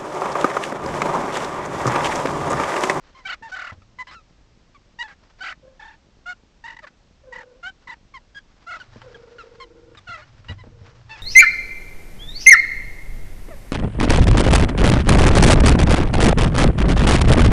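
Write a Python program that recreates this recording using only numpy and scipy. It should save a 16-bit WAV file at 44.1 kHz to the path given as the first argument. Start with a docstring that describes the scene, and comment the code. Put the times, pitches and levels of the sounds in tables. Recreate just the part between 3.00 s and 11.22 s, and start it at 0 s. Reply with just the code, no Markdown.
"""Inside a plastic tub, a small camera microphone close to meerkat pups that peep, trill and whimper.
Each call is a short harmonic note; in a trill, pitch and strength swing together and the voice turns
raspy in the dips. The pups shuffle over the floor and a blanket, tick their claws on the plastic and
bump the tub into a low ring. Underneath lie rumble, microphone hiss and a faint electrical ticking."""
import sys
import numpy as np
from scipy import signal
from scipy.fft import rfft, irfft, next_fast_len
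from scipy.io import wavfile

SR = 44100
rng = np.random.default_rng(int(sys.argv[2]) if len(sys.argv) > 2 else 0)


def put_to_file(sound):
    """Save the sound as 16-bit audio at rate SR, in the file named by the first command-line argument."""
    columns = np.atleast_2d(sound).T  # one column per channel
    safe = np.clip(columns, -1, 1)
    whole_steps = np.round(safe * 32767)
    wavfile.write(sys.argv[1], SR, whole_steps.astype(np.int16))


N = 362502
TIME = np.arange(N) / SR

# spectrum of fur and paws rubbing: f/Hz, level/dB
RUB_SPECTRUM = [(150, -16.5), (300, 4), (600, 4), (900, 5.5), (1500, 5), (2400, -0.5), (3500, -3.5),
                (5500, -5.5), (8000, -21)]


def from_db(db):
    """Decibels to gain."""
    return 10 ** (np.asarray(db) / 20)


def unit_rms(x):
    """Scale to unit power."""
    return x / np.sqrt(np.mean(x ** 2) + 1e-20)


def curve(points):
    """A curve of (time, value) points at every sample."""
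    return np.interp(TIME, *np.transpose(points))


def gain_at(spectrum, hz):
    """Gain of a spectrum at the given frequencies."""
    f, db = np.transpose(spectrum)
    return from_db(np.interp(np.log(np.maximum(hz, 1)), np.log(f), db))


def noise(spectrum):
    """Steady noise of a given colour, rms 1."""
    size = next_fast_len(N)
    hz = np.fft.rfftfreq(size, 1 / SR)
    no_dc = hz / np.hypot(hz, spectrum[0][0] / 2)
    return unit_rms(irfft(rfft(rng.standard_normal(size)) * gain_at(spectrum, hz) * no_dc, size)[:N])


def lowpass(x, hz):
    """Second-order low-pass."""
    return signal.sosfilt(signal.butter(2, hz, fs=SR, output="sos"), x + 1e-18)


def drift(hz):
    """Random wavering up to a given rate, rms 1."""
    return unit_rms(lowpass(rng.standard_normal(N + SR), hz)[SR:])


def decay(clicks, seconds):
    """Give each click an exponential tail."""
    return signal.lfilter([1], [1, -np.exp(-1 / (seconds * SR))], clicks + 1e-18)


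def ring(x, hz, t60):
    """One mode: a unit click sets a sine of height 1 ringing."""
    r, w = from_db(-60 / (t60 * SR)), 2 * np.pi * hz / SR
    return signal.lfilter([0, np.sin(w)], [1, -2 * r * np.cos(w), r * r], x + 1e-18)


def background(floor_db=-56, tick_hz=48.9, tick_chance=0.45, tick_db=-64.5):
    """Rumble and hiss, with faint dull electrical ticks in random slots of a steady beat."""
    # noise floor: f/Hz, relative level/dB
    floor_spectrum = [(12, -27), (20, 1), (59, -3.5), (124, -19.5), (156, -13.5), (222, -15.5),
                      (407, -21.5), (566, -20), (659, -23.5), (1070, -25.5), (1410, -28), (5530, -32.5),
                      (8500, -42), (11000, -87), (18700, -120)]
    slots = np.arange(0, N - 1, SR / tick_hz).astype(int)
    ticks = np.zeros(N)
    ticks[slots] = (rng.random(len(slots)) < tick_chance) * rng.random(len(slots))
    dull = signal.sosfilt(signal.butter(1, 40, "high", fs=SR, output="sos"), lowpass(ticks, hz=216))
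    return from_db(floor_db) * noise(floor_spectrum) + from_db(tick_db) * unit_rms(dull)


def rustle(stroke_db=3.5, grain_db=2.0, snags_per_s=25, snag_db=1.5):
    """Fur and paws rub in grainy strokes and claws snag; the same noise gives short rasps by the trills."""
    # how hard the pups rub as they start to clamber: t/s, effort/dB
    clambering = [(5.3, -80), (5.62, -65.5), (5.78, -57), (6.2, -62), (6.45, -60.5), (6.7, -69),
                  (7.14, -64), (7.81, -70), (8.22, -53)]
    # short rasps just before or after a trill (0.5, 0.731, 2.396 s), otherwise soft rubbing swipes:
    # t/s, level/dB, half-width/s
    rasps_and_swipes = [(0.135, -60, 0.21), (0.5, -48.5, .014), (0.731, -50, .012), (2.237, -56.5, 0.0049),
                        (2.264, -63, 0.06), (2.304, -57, 0.01), (2.396, -49.5, 0.011),
                        (4.829, -60.5, 0.019), (5.57, -62, 0.01), (7.865, -55, 0.041)]
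    strokes = from_db(stroke_db * drift(hz=15.3) + grain_db * drift(hz=400))
    snags = decay((rng.random(N) < snags_per_s / SR) * rng.random(N), seconds=0.0018)
    grainy = unit_rms((strokes + from_db(snag_db) * snags) * noise(RUB_SPECTRUM))
    bursts = sum(from_db(db) * np.exp(-np.minimum(((TIME - s) / width) ** 2, 20))
                 for s, db, width in rasps_and_swipes)
    rubbing_db = -59 + 1.21 * (curve(clambering) + 63)   # grows a little faster than the effort
    return (from_db(rubbing_db) + bursts) * grainy


def claws(decay_s=0.007, gain_db=8.5):
    """Claws strike the plastic in short, dry ticks of noise."""
    # claw strikes: t/s, relative level/dB
    strikes = [(6.017, -48), (6.949, -53.5), (7.445, -55.5), (7.521, -47)]
    # spectrum of a tick: f/Hz, level/dB
    tick_spectrum = [(300, -6), (600, -5.5), (1500, -1.5), (3000, -9.5), (5000, -23), (8000, -28)]
    envelope = sum(from_db(db + gain_db) * (TIME >= s) * np.exp(-np.minimum(abs(TIME - s) / decay_s, 20))
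                   for s, db in strikes)
    return envelope * noise(tick_spectrum)


def tub_bumps(ring_db=-5.5, db_per_octave=8.0, scuff_db=-4.5):
    """A body lands and scuffs along the tub, ringing the modes near the blow's favoured pitch most."""
    # bumps: t/s, relative level/dB, scuff against that level/dB, favoured f/Hz
    bumps = [(0.413, -39, -14, 236), (0.719, -29, -5.5, 104), (0.775, -35.5, -27, 93),
             (5.958, -30, -13, 224), (7.087, -33.5, -28, 105), (7.495, -20.5, -21, 114),
             (7.508, -21.5, -17, 96), (7.637, -37, -3, 470), (7.667, -31, -15, 248),
             (7.812, -31.5, -31, 109)]
    # modes of the tub: f/Hz, level/dB, t60/s
    modes = [(64, -2.5, 0.11), (97.2, -1.5, 0.27), (112.7, -5, 0.23), (147, -24, 0.097), (220, -3, 0.11),
             (280, -7, 0.12), (330, -13.5, 0.26), (474, 6, 0.043), (623, 1, 0.11)]
    s, blow_db, rub_db, favoured_hz = np.transpose(bumps)
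    at = (s * SR).astype(int)
    blows, ringing = np.zeros((2, N))
    for hz, mode_db, t60 in modes:
        off_pitch_db = db_per_octave * abs(np.log2(hz / favoured_hz))
        blows[at] = from_db(ring_db + blow_db + mode_db - off_pitch_db + rng.normal(0, 1, len(at)))
        ringing += ring(lowpass(blows, hz=600), hz, t60) * rng.choice([-1, 1])
    blows[at] = from_db(blow_db + rub_db + scuff_db)
    scuff = decay(blows, seconds=0.014) * lowpass(noise(RUB_SPECTRUM), hz=1310)
    return ringing + scuff


def tub_boom(gain_db=1.0):
    """Shifting weight keeps the tub's lowest modes booming."""
    # strength of the shuffling: t/s, relative level/dB
    shuffling = [(0.0, -67), (0.34, -74), (0.82, -61.5), (1.94, -70.5), (2.77, -68), (3.2, -76),
                 (3.66, -68), (3.8, -66.5), (5.13, -69), (5.59, -69.5), (5.97, -52), (6.34, -67.5),
                 (6.94, -59.5), (7.56, -45.5), (8.22, -51.5)]
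    # low modes: f/Hz, level/dB, t60/s
    low_modes = [(49.6, -9, 0.2), (99.4, -5.5, 0.15), (117.3, -4, 0.23)]
    push = lowpass(rng.standard_normal(N), hz=162)
    boom = unit_rms(sum(from_db(db) * ring(push, hz, t60) for hz, db, t60 in low_modes))
    return from_db(curve(shuffling) + gain_db) * boom


def whimpers(throb_hz=25.0, second_db=-20.0, third_db=-18.5, attack_s=0.035, release_s=0.016):
    """Nearly pure, low notes from a closed mouth, unsteady and throbbing."""
    # whimpers: start/s, end/s, f/Hz, level/dB, fade over the note/dB
    notes = [(2.623, 2.783, 522, -43.5, 25), (4.228, 4.611, 500.4, -47, 9), (6.02, 6.965, 465.2, -45.5, 8),
             (6.616, 6.974, 331, -57.5, 4), (7.7, 7.965, 471, -58, -1)]
    wobble = 1 + 0.035 * drift(hz=70)
    throb = 1 + 0.5 * np.cos(2 * np.pi * throb_hz * TIME) + 0.5 * drift(hz=65.5)
    out = np.zeros(N)
    for start, end, hz, db, fade_db in notes:
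        span = slice(int(start * SR), int(end * SR))
        t = TIME[span]
        progress = (t - start) / (end - start)
        pitch = hz * (1 + 0.16 * np.exp(-progress / 0.06))   # starts high and settles
        phase = 2 * np.pi * np.cumsum(pitch * wobble[span]) / SR
        note = np.sin(phase) + from_db(second_db) * np.sin(2 * phase)
        note += from_db(third_db) * np.sin(3 * phase)
        gate = np.clip(np.minimum((t - start) / attack_s, (end - t) / release_s), 0, 1)
        out[span] += from_db(db - fade_db * progress) * gate * unit_rms(note * throb[span])
    return out


def throat(phase, pitch, note_hz, overtones_db, odd_db=-4.0, waver_db=6.0, waver_s=0.012):
    """Two low harmonics, and overtones coloured by the throat: odd ones weaker, each wavering alone."""
    # throat response: f/Hz, level/dB
    response = [(1500, 20.5), (2200, 3.5), (2550, 1), (2900, -1), (3500, -8), (4300, -8.5), (5200, -14.5),
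                (6000, -32), (8000, -28.5)]
    # fundamental against the second harmonic, by pitch of the note: f/Hz, level/dB
    fundamental = [(600, -2), (700, -9.5), (780, -15.5), (880, 0), (960, -6), (1060, 4.5), (1250, 12),
                   (1650, 6.5)]
    k = np.arange(3, 15)[:, None]
    steps = np.arange(len(phase)) / (waver_s * SR)
    waver = np.array([np.interp(steps, np.arange(30), row) for row in rng.normal(0, 1, (len(k), 30))])
    gains = gain_at(response, k * pitch) * from_db(odd_db * (k % 2) + waver_db * waver)
    gains *= k * pitch < SR / 4
    smear = 0.55 * (k - 2) ** 2   # higher partials come later in each pulse
    overtones = unit_rms(np.sum(gains * np.cos(k * phase - smear), axis=0))
    low = gain_at(fundamental, note_hz) * np.cos(phase) + np.cos(2 * phase)
    return unit_rms(low + from_db(overtones_db) * overtones / np.sqrt(2))


def call(row, noises, release_s=0.0033, jitter=0.061, shimmer=0.25, rasp_db=0.5, hiss_db=-23.5):
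    """One peep or trill: the voice arches, lower, weaker and rougher at its ends and in trill dips."""
    start, end, hz, glide, db, fade_db, overtones_db, rough, *trill = row
    span = slice(int(start * SR), min(int((end + release_s) * SR), N))
    t, length = TIME[span] - start, end - start
    flutter, shake, rasp, hiss, bend = noises[:, span]
    progress = np.clip(t / length, 0, 1)
    from_middle = progress - 0.5
    edge = (2 * from_middle) ** 2
    catch = 1 + 0.1273 * np.exp(-t / 0.00318)   # starts high and settles at once
    pitch = hz * (1 + glide * from_middle - 0.05204 * edge) * catch
    level_db = db - fade_db * from_middle - 5.5 * edge
    rough = rough * (1 + 1.2 * edge)
    if trill:
        rate, delay, swing_db, swing_hz = trill
        since = t - delay
        dip = np.sin(np.pi * rate * np.maximum(since, 0)) ** 2
        # pitch trails strength, so that every pulse swoops upward
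        pitch_dip = np.sin(np.pi * rate * np.maximum(since - 0.0022, 0)) ** 2
        climb = 1 - 0.0594 * np.clip(-since / 0.0206, 0, 1)   # rises into the trill
        pitch = pitch * climb - swing_hz * pitch_dip
        level_db -= swing_db * dip
        rough *= 0.15 + 1.93 * dip
    else:
        push_db = 2 * np.exp(-((progress - 0.6) / 0.071) ** 2)   # a peep is pushed just past its middle
        level_db += push_db - push_db.mean()
    rough = np.clip(rough, 0, 1)
    phase = 2 * np.pi * np.cumsum(pitch * (1 + 0.012 * bend + jitter * rough * flutter)) / SR
    bloom_db = -2 * np.exp(-t / 0.011)   # the overtones come in after the lowest partials
    voice = throat(phase, pitch, hz, overtones_db + bloom_db) * (1 + shimmer * rough * shake)
    # air escapes in puffs, once a cycle
    air = (1 + 0.63 * np.cos(phase)) * (from_db(rasp_db) * rough * rasp + from_db(hiss_db) * hiss)
    attack_s = 0.004 * (930 / hz) ** 2.94   # lower voices speak more slowly
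    attack = np.clip(t / attack_s, 0, 1)
    release = np.clip((length + release_s / 2 - t) / (2 * release_s), 0, 1) ** 2
    return span, from_db(level_db) * attack * release * unit_rms(voice + air)


def pups():
    """Peeps and trills close to the microphone, roughened by unsteady voicing and breath."""
    # plain calls: start/s, end/s, f/Hz, glide/share of f, level/dB, fade/dB, overtones/dB, roughness
    peeps = [(0.147, 0.232, 1052, -0.069, -50, 10.5, -6.5, 0.03),
             (0.422, 0.49, 894, -0.018, -38, 8, -14, 0.12),
             (0.818, 0.838, 1198, -0.096, -59.5, 31, -8, 0.4),
             (0.985, 1.03, 1020, 0.011, -31.5, -1, -15, .11),
             (1.068, 1.118, 1029, 0.052, -43.5, 13, 0.5, 0.45), (1.11, 1.152, 1286, 0.16, -42, 3, 4, 0.6),
             (1.148, 1.22, 1310, -0.15, -49.5, 22, -3, 0), (1.745, 1.775, 1137, -0.11, -51.5, 8, -6, 0.12),
             (1.987, 2.034, 964, 0.093, -28, -2.5, -7.5, 0.03), (2.024, 2.031, 957, 0.036, -27, 1, 8, 0.45),
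             (2.03, 2.08, 867, -0.06, -41, 14, -8, 0.1), (2.075, 2.142, 822, 0.016, -45.5, 8, -22, 0.65),
             (3.256, 3.335, 723, .03, -31, 0, -11, 0.07), (3.82, 3.857, 613, -0.2, -40.5, 2, -2, 0.31),
             (3.866, 3.893, 759, -.1, -45.5, 28, -15, 0.9), (4.627, 4.704, 750, 0.15, -32, 0.5, -9, 0.06),
             (5.138, 5.185, 1036, -0.17, -38.5, 2, -8.5, 0.1),
             (5.347, 5.394, 1643, 0.031, -38, -9, -7.5, 0.09), (5.8, 5.828, 1473, -.07, -38.5, 6, -5, 0.14),
             (6.144, 6.164, 1607, -0.047, -43.5, 8, -20, 0.01),
             (6.383, 6.432, 1347, -0.198, -41, 8.5, -4, 0.17),
             (6.599, 6.646, 1060, -0.038, -38, 5, 0.5, 0.12),
             (6.971, 6.998, 1212, 0.0042, -44, 7, 14.5, 0.37),
             (7.163, 7.222, 619, 0.012, -43.5, 9, -4.5, 0.7),
             (7.215, 7.248, 720, 0.12, -46.5, 14, -1.5, 0.25),
             (7.483, 7.528, 985, 0.044, -37.5, 8.5, 1, 0.25),
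             (7.579, 7.625, 1020, -0.04, -48.5, 0, -6, 0.17), (8.091, 8.17, 886, -.06, -39, 7, 6, 0.14),
             (8.165, 8.219, 896, 0.13, -45, 0, 4, 1.1)]
    # trilled calls: the same columns, then trill rate/Hz, delay/s, level swing/dB, pitch swing/Hz
    trills = [(0.249, 0.351, 775, -0.087, -25, -1, 0, 0.25, 31.5, 0.021, 10, 139),
              (0.515, 0.716, 762, -0.15, -26, 5.5, -1, 0.3, 38.47, 0.031, 15.5, 180.3),
              (2.404, 2.533, 791, -0.015, -28.5, 4, -1.5, 0.2, 44.3, .023, 5.5, 149.3),
              (2.794, 2.96, 916, 0.027, -40, 12, -7.5, 0.35, 34.8, 0.0062, 11, 97.7),
              (3.638, 3.742, 971.5, 0.0035, -32, 5.5, -10.5, 0.37, 44.8, .024, 15, 106.4),
              (3.742, 3.809, 962, -0.031, -33, -8.5, -12, 0.77, 43.2, 0.0045, 56, 116.6),
              (4.323, 4.438, 969.6, -.07, -32, 6.5, -18.5, 0.45, 39.5, 0.0145, 17.5, 129.5),
              (4.871, 4.945, 1001, -0.06, -33, 2.5, -9.5, 0.19, 34.8, 0.0017, 8, 117),
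              (5.664, 5.778, 736.4, 0.00046, -33, -0.5, -9, 0.1, 36.5, 0.034, 0.5, 82.2),
              (7.068, 7.168, 719.3, -0.081, -33, 0.5, -4.5, 0.07, 33.1, 0.0037, 1.5, 51.5)]
    # rasp in the voice: f/Hz, level/dB
    rasp = [(300, -27.5), (700, -15), (1100, -5), (1500, -1.5), (2000, -2), (2900, -16), (4300, -13.5),
            (5500, -21.5), (8000, -31.5)]
    # hiss of the breath: f/Hz, level/dB
    hiss = [(300, -27.5), (1000, -8), (4000, 2.5), (5500, 5), (7000, 4), (8500, -6)]
    flutter, shake = drift(hz=362), drift(hz=410)
    noises = np.array([flutter, shake, noise(rasp), noise(hiss), drift(hz=60)])
    out = np.zeros(N)
    for row in list(peeps) + list(trills):
        span, sound = call(row, noises)
        out[span] += sound
    return out


def walls(x, t60=0.044, wet_db=-15.5, gap_s=0.0033):
    """Quick, dull reflections between the tub's near walls."""
    t = TIME[:SR // 4]
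    echoes = lowpass(rng.standard_normal(len(t)), hz=3240) * from_db(-60 * t / t60) * (t > gap_s)
    return x + from_db(wet_db) * signal.fftconvolve(x, echoes / np.linalg.norm(echoes))[:N]


def scene():
    """Voices and movement in the tub, close up and in mono, over the noise floor."""
    calls_and_claws = walls(pups() + whimpers() + claws())
    return (calls_and_claws + tub_bumps() + tub_boom() + rustle() + background())[None]


def record(dry, rolloff_hz=7900, cutoff_hz=8500):
    """The small camera rolls off the top treble and passes nothing above its cut-off."""
    soft = signal.sosfilt(signal.butter(12, rolloff_hz, fs=SR, output="sos"), dry)
    return signal.sosfilt(signal.ellip(10, 0.1, 80, cutoff_hz, fs=SR, output="sos"), soft)


dry = scene()
out = record(dry)
put_to_file(out)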